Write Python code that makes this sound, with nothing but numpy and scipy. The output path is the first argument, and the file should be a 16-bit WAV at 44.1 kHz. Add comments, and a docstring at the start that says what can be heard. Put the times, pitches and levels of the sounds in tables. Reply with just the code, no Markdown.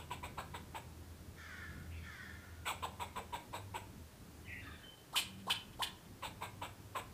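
"""A squirrel overhead in a tree scolds in runs of short chucks, and in three loud barks.
Each chuck is a sagging, slightly rough tone with breath noise through mouth and nose; each bark is a
squeak that breaks into a rasp of uneven pulses and breath. Farther off a hoarse caller draws out two
rasps built from husky overtones, and a bird gives a few blurred notes. Traffic drones as shaped noise
and unsteady tones; walls and trees answer every call with slaps and a diffuse tail."""
import sys
import numpy as np
from scipy import signal
from scipy.fft import rfft, irfft, next_fast_len
from scipy.io import wavfile
from scipy.ndimage import map_coordinates

SR = 44100
rng = np.random.default_rng(int(sys.argv[2]) if len(sys.argv) > 2 else 0)


def materialize(psi):
    """Save the field psi as 16-bit PCM at rate SR to the path in sys.argv[1].

    A 1-D psi becomes a single channel; in a 2-D psi each row is a channel.
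    """
    bounded = np.clip(np.atleast_2d(psi).T, -1, 1)
    quanta = np.round(bounded * 32767).astype(np.int16)
    wavfile.write(sys.argv[1], SR, quanta)


N = 314433  # samples

# Far traffic over time: (time [s], rumble level [dB])
TRAFFIC_LEVELS = [(0, -56.5), (1.1, -57.5), (2.2, -57), (3.0, -57), (4.1, -56.5), (4.95, -59.5), (5.5, -58),
                  (7.13, -56.5)]
# Notes of far engines and machines: (start [s], end [s], pitch [Hz], level [dB])
ENGINE_NOTES = [(-.3, 3.35, 82, -57.5), (-.3, 4.7, 120, -68), (-.3, 0.76, 147, -65), (2.2, 3.1, 98.5, -61),
                (2.9, 3.4, 195.3, -65.5), (3.42, 4, 98.3, -55), (3.901, 4.8, 77.8, -59.5),
                (4.4, 4.75, 98.7, -57.5), (5.2, 5.55, 192, -58), (5.25, 5.65, 100.8, -61.5),
                (5.3, 7.4, 119.1, -68), (6.25, 7.3, 98.5, -60)]
# Colour of the traffic rumble: (frequency [Hz], relative density [dB])
RUMBLE_SPECTRUM = [(13, -53), (22, -18.5), (81, -3.5), (140, -9), (193, -7.5), (231, -13.5), (288, -11),
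                   (437, -22.5), (600, -51), (780, -67), (1320, -120)]
# Colour of the steady air hiss: (frequency [Hz], relative density [dB])
AIR_SPECTRUM = [(240, -16.5), (400, -7), (1360, -13.5), (1610, -14.5), (1930, -16.5), (2320, -18),
                (5300, -20.5), (15400, -24)]
AIR_DB = -62
ENGINE_EDGE_S, ENGINE_WANDER_DB = 0.09, 1.5

# Squirrel chucks: (onset [s], length scale [s], mouth noise [dB], nose hiss [dB],
# mouth brightness [dB per octave], pitch mid-hold [Hz], voice [dB], voice held [s])
CHUCK_CALLS = [(-.03, .031, -48.5, -56.5, 0.5, 980, -45, 0.023),
               (0.1097, 0.031, -48.5, -55, 5, 988, -44, 0.024),
               (0.2342, 0.03, -47, -56, 1, 993, -42.5, 0.023),
               (0.38, 0.03, -45, -56.5, -2.2, 968, -45.5, 0.023),
               (0.543, 0.03, -48, -58.5, 0.2, 977, -46.5, 0.022),
               (0.751, 0.029, -46, -55.5, -1.2, 927, -43.5, 0.022),
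               (2.659, 0.044, -40.5, -45.5, 4, 1404, -35.5, .046),
               (2.829, .028, -44.5, -53.5, 0.8, 1042, -38.5, 0.023),
               (3.0014, 0.033, -44.5, -53.5, 0, 982, -44, 0.042),
               (3.163, 0.028, -45.5, -54, -.5, 992, -41.5, 0.032),
               (3.3307, 0.032, -46.5, -54.5, 2.5, 968, -41.5, 0.025),
               (3.535, .035, -46, -54, -1, 955, -42, 0.036),
               (3.7455, .032, -47, -54.5, -0.5, 953, -42, 0.026),
               (6.2282, 0.039, -45.5, -53, 2.5, 984, -42, 0.032),
               (6.415, 0.037, -46.5, -54.5, -0.7, 945, -44.5, 0.033),
               (6.6206, 0.035, -45.5, -56, 0.3, 988, -43, 0.022),
               (6.9545, .037, -45, -52, -.5, 1053, -42.5, 0.035)]
# Resonances of the nearly shut mouth, at cavity size 1: (centre [Hz], width [Hz], strength [dB])
SHUT_MOUTH_MODES = [(530, 540, -10), (1025, 233, 2), (1588, 197, -4), (2330, 334, -2.5), (2980, 980, -7),
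                    (3655, 323, -2), (4410, 550, -17)]
# Colour of the nose hiss in a chuck: (frequency [Hz], relative density [dB])
CHUCK_NOSE_SPECTRUM = [(2940, -50), (5000, -16), (6960, -9.5), (7470, -6), (7830, 5.5), (8930, -8),
                       (11700, -14), (12700, -8), (15400, -9.5)]
CHUCK_LEAD_S = .009  # air starts this long before the onset
CHUCK_PULSE_HZ = 480  # rate of the pulses in the breath
MOUTH_RISE, NOSE_RISE, VOICE_RISE = 0.49, 0.98, 0.38  # as shares of the chuck's length scale
SLIP_OCT_PER_S = 3.94  # slow pitch fall throughout
SAG_OCT_PER_S, VOICE_FADE_DB_PER_S = 24, 242  # extra fall and fade after the hold
THROAT_HZ, THROAT_DB_PER_OCT = 986, 16.5  # a voice is loudest on this resonance
ROUGH, ROUGH_PER_DB = .34, .06  # noisy share of a chuck's voice, more off the throat resonance

# The hoarse caller's rasps: (start [s], length [s], level [dB], held [s], fade [dB per s],
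# brief lift of the 5th harmonic [dB])
RASP_CALLS = [(1.351, 0.67, -53, 0.17, 50, 10.5), (2.01, 0.92, -54, 0.16, 44, 8)]
# Colour of the caller's fixed throat: (frequency [Hz], relative density [dB])
HOARSE_SPECTRUM = [(410, -44), (700, -24), (775, -37), (970, -16), (1280, -8.5), (1490, -1), (1790, -3),
                   (2310, -11), (2630, -27), (3430, -12), (3920, -25), (4810, -21.5), (8000, -24.5),
                   (10400, -60), (17600, -120)]
# Pitch glide before its waver: peaks at the end of the attack, then settles towards the rest pitch
RASP_ATTACK_S, RASP_TOP_HZ, RASP_REST_HZ, RASP_FALL_S = .06, 457.6, 349.7, .11
FOURTH_DB, HANDOVER_S, HANDOVER_WIDTH_S = 3.5, 0.301, 0.048  # 4th harmonic; time it dips under the 5th's lift

# Bird notes: (start [s], end [s], start pitch [Hz], end pitch [Hz], level [dB], blur setting [Hz])
BIRD_NOTES = [(1.91, 2.03, 2950, 2150, -63, 200), (1.9, 2.1, 2400, 2250, -64, 300),
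              (1.92, 2.1, 3350, 3300, -70, 250), (1.95, 2.06, 4500, 4450, -75, 200),
              (4.45, 4.5, 1950, 2000, -61, 110), (4.485, 4.59, 2030, 2030, -51.5, 150),
              (4.465, 4.66, 2350, 2650, -55, 250), (4.6, 4.9, 2600, 2100, -66, 2200),
              (4.66, 4.77, 2520, 2450, -64, 150), (4.61, 4.78, 1720, 1700, -58.5, 170),
              (4.78, 4.88, 1600, 1750, -64, 180), (4.66, 4.745, 1250, 1240, -58.5, 50),
              (4.44, 4.56, 2950, 2900, -65, 100), (4.615, 4.7, 3580, 3560, -65, 90),
              (4.705, 4.8, 3580, 3500, -65, 140), (4.825, 4.96, 3085, 3070, -57, 40),
              (4.965, 5.055, 3075, 3065, -70, 45)]
NOTE_EDGES, NOTE_FADE_DB = 0.27, 3  # share of a note spent rising and falling; loss along it

# Squirrel barks: (onset [s], rasp length scale [s], rasp level [dB], nose hiss [dB], noise share [0-1],
# squeak length [s], squeak top pitch [Hz], squeak level [dB], squeak swell [dB])
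BARK_CALLS = [(5.162, 0.043, -30.5, -39, 0.91, .038, 1297, -36, 15),
              (5.503, 0.031, -30.5, -44, 0.86, .038, 1113, -38.5, 3),
              (5.8251, 0.028, -33.5, -44, 0.77, .036, 1095, -36.5, 6.5)]
# Resonances of the wide open mouth, at cavity size 1: (centre [Hz], width [Hz], strength [dB])
WIDE_MOUTH_MODES = [(970, 640, -17.5), (1600, 130, -10), (2540, 310, -4.5), (3054, 164, 2), (3460, 370, -4),
                    (4270, 350, -9), (4840, 310, -8.5)]
# Colour of the hiss in a bark: (frequency [Hz], relative density [dB])
BARK_HISS_SPECTRUM = [(3240, -27), (5500, -4), (6070, -10), (7130, -3), (7510, -1), (8510, 0),
                      (10400, -4.5), (15400, -8.5)]
BARK_PULSE_HZ = 456
SQUEAK_START_HZ, SQUEAK_END_HZ, SQUEAK_CLIMB_S, SQUEAK_DROP_S = 400, 900, .0235, .011

# Decay of the diffuse tail: (frequency [Hz], time to fall 60 dB [s])
TAIL_DECAY = [(300, 0.48), (1000, 0.43), (2000, 0.38), (3000, 0.38), (4500, 0.32), (8000, 0.32),
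              (13000, 0.19)]
# Slaps off walls: (delay [s], level against the tail [dB])
WALL_SLAPS = [(.041, -4.5), (.062, -27), (.225, -23.5)]
# What leaves and walls send back: (frequency [Hz], relative level [dB])
ECHO_SPECTRUM = [(200, 6.5), (1000, -5.5), (2100, 0.5), (2600, -3), (2950, -4), (3400, -5), (4200, -0.5),
                 (6000, -3.5), (8000, -3.5), (15000, -10.5)]
TOP_HZ = 15450  # band limit of the whole sound


def amp(db):
    """Turn decibels into a linear gain."""
    return 10 ** (np.asarray(db) / 20)


def unit(x):
    """Bring x to rms 1."""
    return x / np.sqrt(np.mean(np.abs(x) ** 2) + 1e-20)


def along(points, hz):
    """Read (Hz, value) points on a log frequency axis."""
    f, v = np.transpose(points)
    return np.interp(np.log(hz + 1), np.log(f + 1), v)


def wobble(rate, size):
    """A smooth random curve, rate knots a second."""
    knots = rng.standard_normal(size // 8)
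    return map_coordinates(knots, [np.arange(size) * rate / SR], mode="wrap")


def white_noise(size):
    """Flat hiss of rms about 1."""
    return rng.standard_normal(size)


def coloured(x, spectrum):
    """x through a (Hz, dB) spectrum, brought to rms 1."""
    m = next_fast_len(len(x) + 2048)
    gain = amp(along(spectrum, np.fft.rfftfreq(m, 1 / SR)))
    return unit(irfft(rfft(x, m) * gain, m)[:len(x)])


def hoarse_tone(hz, rough, blur_hz):
    """A tone whose strength and phase partly wander at random."""
    drift = unit(wobble(blur_hz, len(hz)) + 1j * wobble(blur_hz, len(hz)))
    rough = np.clip(rough, 0, 1)
    wander = np.sqrt(1 - rough) + np.sqrt(rough) * drift
    carrier = np.exp(2j * np.pi * np.cumsum(hz) / SR)
    return np.sqrt(2) * np.imag(wander * carrier)


def street():
    """Lumpy low traffic noise, unsteady engine notes and a smooth air hiss."""
    t = np.arange(N) / SR
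    rumble_db = np.interp(t, *np.transpose(TRAFFIC_LEVELS)) + 1.7 * wobble(5.114, N) + 1.7 * wobble(14, N)
    rumble = amp(rumble_db) * coloured(white_noise(N), RUMBLE_SPECTRUM)
    air = amp(AIR_DB + 0.2 * wobble(4.05, N)) * coloured(white_noise(N), AIR_SPECTRUM)
    engines = np.zeros(N)
    for start, end, hz, db in ENGINE_NOTES:
        on = (t > start) & (t < end)
        edges = np.clip(np.minimum(t[on] - start, end - t[on]) / ENGINE_EDGE_S, 0, 1)
        level = amp(db + ENGINE_WANDER_DB * wobble(3.7, on.sum()))
        engines[on] += edges * level * hoarse_tone(hz + 0 * edges, 0.28, blur_hz=hz / 9)
    return rumble + air + engines


def add(track, s, sound, wet_db):
    """Lay a sound at time s with slaps off walls and a fresh diffuse tail."""
    hz, t, z = signal.stft(white_noise(SR // 2), SR, nperseg=256)
    decay = amp(-60 * t / along(TAIL_DECAY, hz)[:, None])
    tail = signal.istft(z * decay, SR, nperseg=256)[1]
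    space = np.pad(tail / np.linalg.norm(tail), (round(.008 * SR), 0))
    for delay, db in WALL_SLAPS:
        space[round(delay * SR)] += amp(db)
    space = amp(wet_db) * coloured(space, ECHO_SPECTRUM) / np.sqrt(len(space))
    space[0] = 1  # the direct sound
    heard = signal.fftconvolve(sound, space)
    at = SR + round(s * SR)  # the track has a second of lead-in
    track[at:at + len(heard)] += heard


def glottis(hz, jitter, share):
    """Uneven pulses at a rate, mixed with breath noise that puffs once a cycle."""
    turns = np.cumsum(hz * (1 + jitter * wobble(300, len(hz)))) / SR
    pulses = np.diff(np.floor(turns), prepend=0) * amp(1.5 * rng.standard_normal(len(hz)))
    puffs = (2.4 + np.cos(2 * np.pi * turns)) * white_noise(len(hz))
    share = np.clip(share, 0, 1)
    return np.sqrt(1 - share) * unit(pulses) + np.sqrt(share) * unit(puffs)


def puff(t, rise, length):
    """Breath pressure: a quick rise, a rounded top, a fade."""
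    return np.sin(np.clip(t / rise, 0, 1) * np.pi / 2) * np.exp(-np.abs(t / length) ** 4.4)


def resonant(x, modes, size):
    """x rung through resonances that drop as the cavity grows, brought to rms 1."""
    m = next_fast_len(len(x) + 2048)
    f = np.fft.rfftfreq(m, 1 / SR) * size
    tract = 0
    for k, (centre, width, db) in enumerate(modes):
        ring = 1j * f * width / (centre * centre - f * f + 1j * f * width)
        tract = tract + (-1) ** k * amp(db) * ring  # neighbours alternate in polarity
    rolloff = 1 + (f / (1.04 * modes[-1][0])) ** 12  # little passes above the last resonance
    return unit(irfft(rfft(x, m) * tract / rolloff, m)[:len(x)])


def opening(x, modes, t, start_size, size, travel):
    """Resonances climb while the jaw moves: a blend from one cavity size to another."""
    turn = np.clip(t / travel, 0, 1) * np.pi / 2
    return np.cos(turn) * resonant(x, modes, start_size) + np.sin(turn) * resonant(x, modes, size)


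def throat_db(hz):
    """Loss of a voice that sings off the throat resonance."""
    return -THROAT_DB_PER_OCT * np.abs(np.log2(hz / THROAT_HZ))


def chucks(track):
    """The folds lock onto the throat near 1 kHz and sag; breath noise runs through mouth and nose."""
    t = np.arange(SR // 5) / SR
    for s, length, mouth_db, nose_db, tilt_db, hz, voice_db, held in CHUCK_CALLS:
        late = np.clip(t - held, 0, None)
        pitch = hz * 2 ** (-SLIP_OCT_PER_S * (t - held / 2) - SAG_OCT_PER_S * late)
        tone = hoarse_tone(pitch, ROUGH - ROUGH_PER_DB * throat_db(pitch), blur_hz=300)
        tone += amp(-14) * hoarse_tone(pitch / 2, 0.92, blur_hz=307.0)  # every other cycle is weaker
        rise = np.clip(t / (VOICE_RISE * length), 0, 1) ** 1.16
        effort = rise * amp(throat_db(pitch) - VOICE_FADE_DB_PER_S * late)
        voice = amp(voice_db) * effort * tone

        jaw = 1 + .02 * rng.standard_normal()  # each chuck is shaped a little differently
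        modes = [(c, width, db + tilt_db * np.log2(c / 2000) + rng.normal(0, 1.5))
                 for c, width, db in SHUT_MOUTH_MODES]
        source = glottis(CHUCK_PULSE_HZ + 0 * t, .2, 0.84)
        breath = opening(source, modes, t, 1.168 * jaw, 1.013 * jaw, 0.69 * length)
        flutter = amp(1.23 * wobble(120, len(t)))  # the airflow is uneven
        mouth = amp(mouth_db) * puff(t - .002, MOUTH_RISE * length, 1.51 * length) * flutter * breath
        nose_puff = puff(t - .002, NOSE_RISE * length, 1.58 * length)
        nose = amp(nose_db) * nose_puff * coloured(white_noise(len(t)), CHUCK_NOSE_SPECTRUM)
        add(track, s - CHUCK_LEAD_S, voice + mouth + nose, wet_db=-10)


def rasps(track):
    """A falling, wavering stack of husky overtones with breath, through a fixed throat, far away."""
    for s, length, db, held, fade_db, lift_db in RASP_CALLS:
        t = np.arange(0, length, 1 / SR)
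        bend = np.exp(-((t - RASP_ATTACK_S) / RASP_FALL_S) ** 2)
        glide = RASP_REST_HZ + (RASP_TOP_HZ - RASP_REST_HZ) * bend
        hz = glide * (1 + .015 * wobble(22, len(t)))
        # the voice tips briefly into a higher strand
        handover = np.exp(-((t - HANDOVER_S) / HANDOVER_WIDTH_S) ** 2)
        weight_db = {4: FOURTH_DB - 0.26 * lift_db * handover, 5: lift_db * handover}
        stack = np.zeros(len(t))
        for k in range(3, 16):
            strength = amp(weight_db.get(k, 0) + 2 * wobble(14, len(t)))
            stack += strength * hoarse_tone(k * hz, .72, blur_hz=48 * k)
        husky = unit(stack) + amp(1.2) * white_noise(len(t))
        fade = amp(db - fade_db * np.clip(t - RASP_ATTACK_S - held, 0, None))
        effort = np.sqrt(np.clip(t / RASP_ATTACK_S, 0, 1)) * fade
        shape = effort * signal.windows.tukey(len(t), .08)
        add(track, s, shape * coloured(husky, HOARSE_SPECTRUM), wet_db=-7.0)


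def bird(track):
    """Short husky gliding notes, smeared by distance and leaves."""
    for s, end, hz, end_hz, db, blur in BIRD_NOTES:
        pitch = np.linspace(hz, end_hz, round((end - s) * SR))
        fade_db = np.linspace(0, -NOTE_FADE_DB, len(pitch))
        shape = signal.windows.tukey(len(pitch), NOTE_EDGES) * amp(fade_db + 1.2 * wobble(43, len(pitch)))
        note = hoarse_tone(pitch, blur / 120, blur_hz=2 * blur + 90)
        add(track, s, amp(db) * shape * note, wet_db=-9.0)


def bark_squeak(lead, top_hz, squeak_db, swell_db):
    """A clean squeak behind shut lips climbs and drops back while a little air leaks."""
    t = np.arange(0, lead, 1 / SR)
    climb = np.sin(np.clip(t / SQUEAK_CLIMB_S, 0, 1) * np.pi / 2) ** 2
    drop_times = [SQUEAK_CLIMB_S, SQUEAK_CLIMB_S + SQUEAK_DROP_S]
    drop = np.interp(t, drop_times, [0, SQUEAK_END_HZ - top_hz])
    pitch = SQUEAK_START_HZ + (top_hz - SQUEAK_START_HZ) * climb + drop
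    # a slow start carries its overtone into the throat resonance
    low = np.clip(1.6 - pitch / 560, 0, 1.2)
    tone = hoarse_tone(pitch, .12, blur_hz=301) + low * hoarse_tone(2 * pitch, .4, blur_hz=500)
    leak = amp(-61.5) * resonant(white_noise(len(t)), WIDE_MOUTH_MODES, size=.8)
    leak += amp(-62.5) * coloured(white_noise(len(t)), BARK_HISS_SPECTRUM)
    effort_db = squeak_db - swell_db * (1 - t / lead) + .5 * throat_db(pitch)
    return signal.windows.tukey(len(t), .15) * (amp(effort_db) * tone + leak)


def bark_rasp(length, db, nose_db, share):
    """The mouth opens on a burst of rough pulses and breath, with hiss from the nose."""
    t = np.arange(SR // 5) / SR
    source = glottis(BARK_PULSE_HZ + 0 * t, 0.052, share)
    rasp = opening(source, WIDE_MOUTH_MODES, t - .004, 1.76, 1, 0.0068)
    mouth = amp(db) * puff(t - .002, 0.018, length) * rasp
    hiss = coloured(white_noise(len(t)), BARK_HISS_SPECTRUM)
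    return mouth + amp(nose_db) * puff(t, 0.016, 1.29 * length) * hiss


def barks(track):
    """Each squeak runs up to the onset and overlaps the start of its rasp."""
    for s, length, db, nose_db, share, lead, top_hz, squeak_db, swell_db in BARK_CALLS:
        add(track, s + .002 - lead, bark_squeak(lead, top_hz, squeak_db, swell_db), wet_db=-9.5)
        add(track, s - .009, bark_rasp(length, db, nose_db, share), wet_db=-8.5)


def scene():
    """Calls with their echoes over the street, with room for early starts and late tails."""
    track = np.zeros(N + 3 * SR)
    chucks(track)
    rasps(track)
    bird(track)
    barks(track)
    return (track[SR:SR + N] + street())[None]


def record(dry):
    """Nothing passes above the band limit."""
    m = next_fast_len(N + 8192)
    below_limit = np.fft.rfftfreq(m, 1 / SR) < TOP_HZ
    return irfft(rfft(dry, m) * below_limit, m)[:, :N]


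dry = scene()
out = record(dry)
materialize(out)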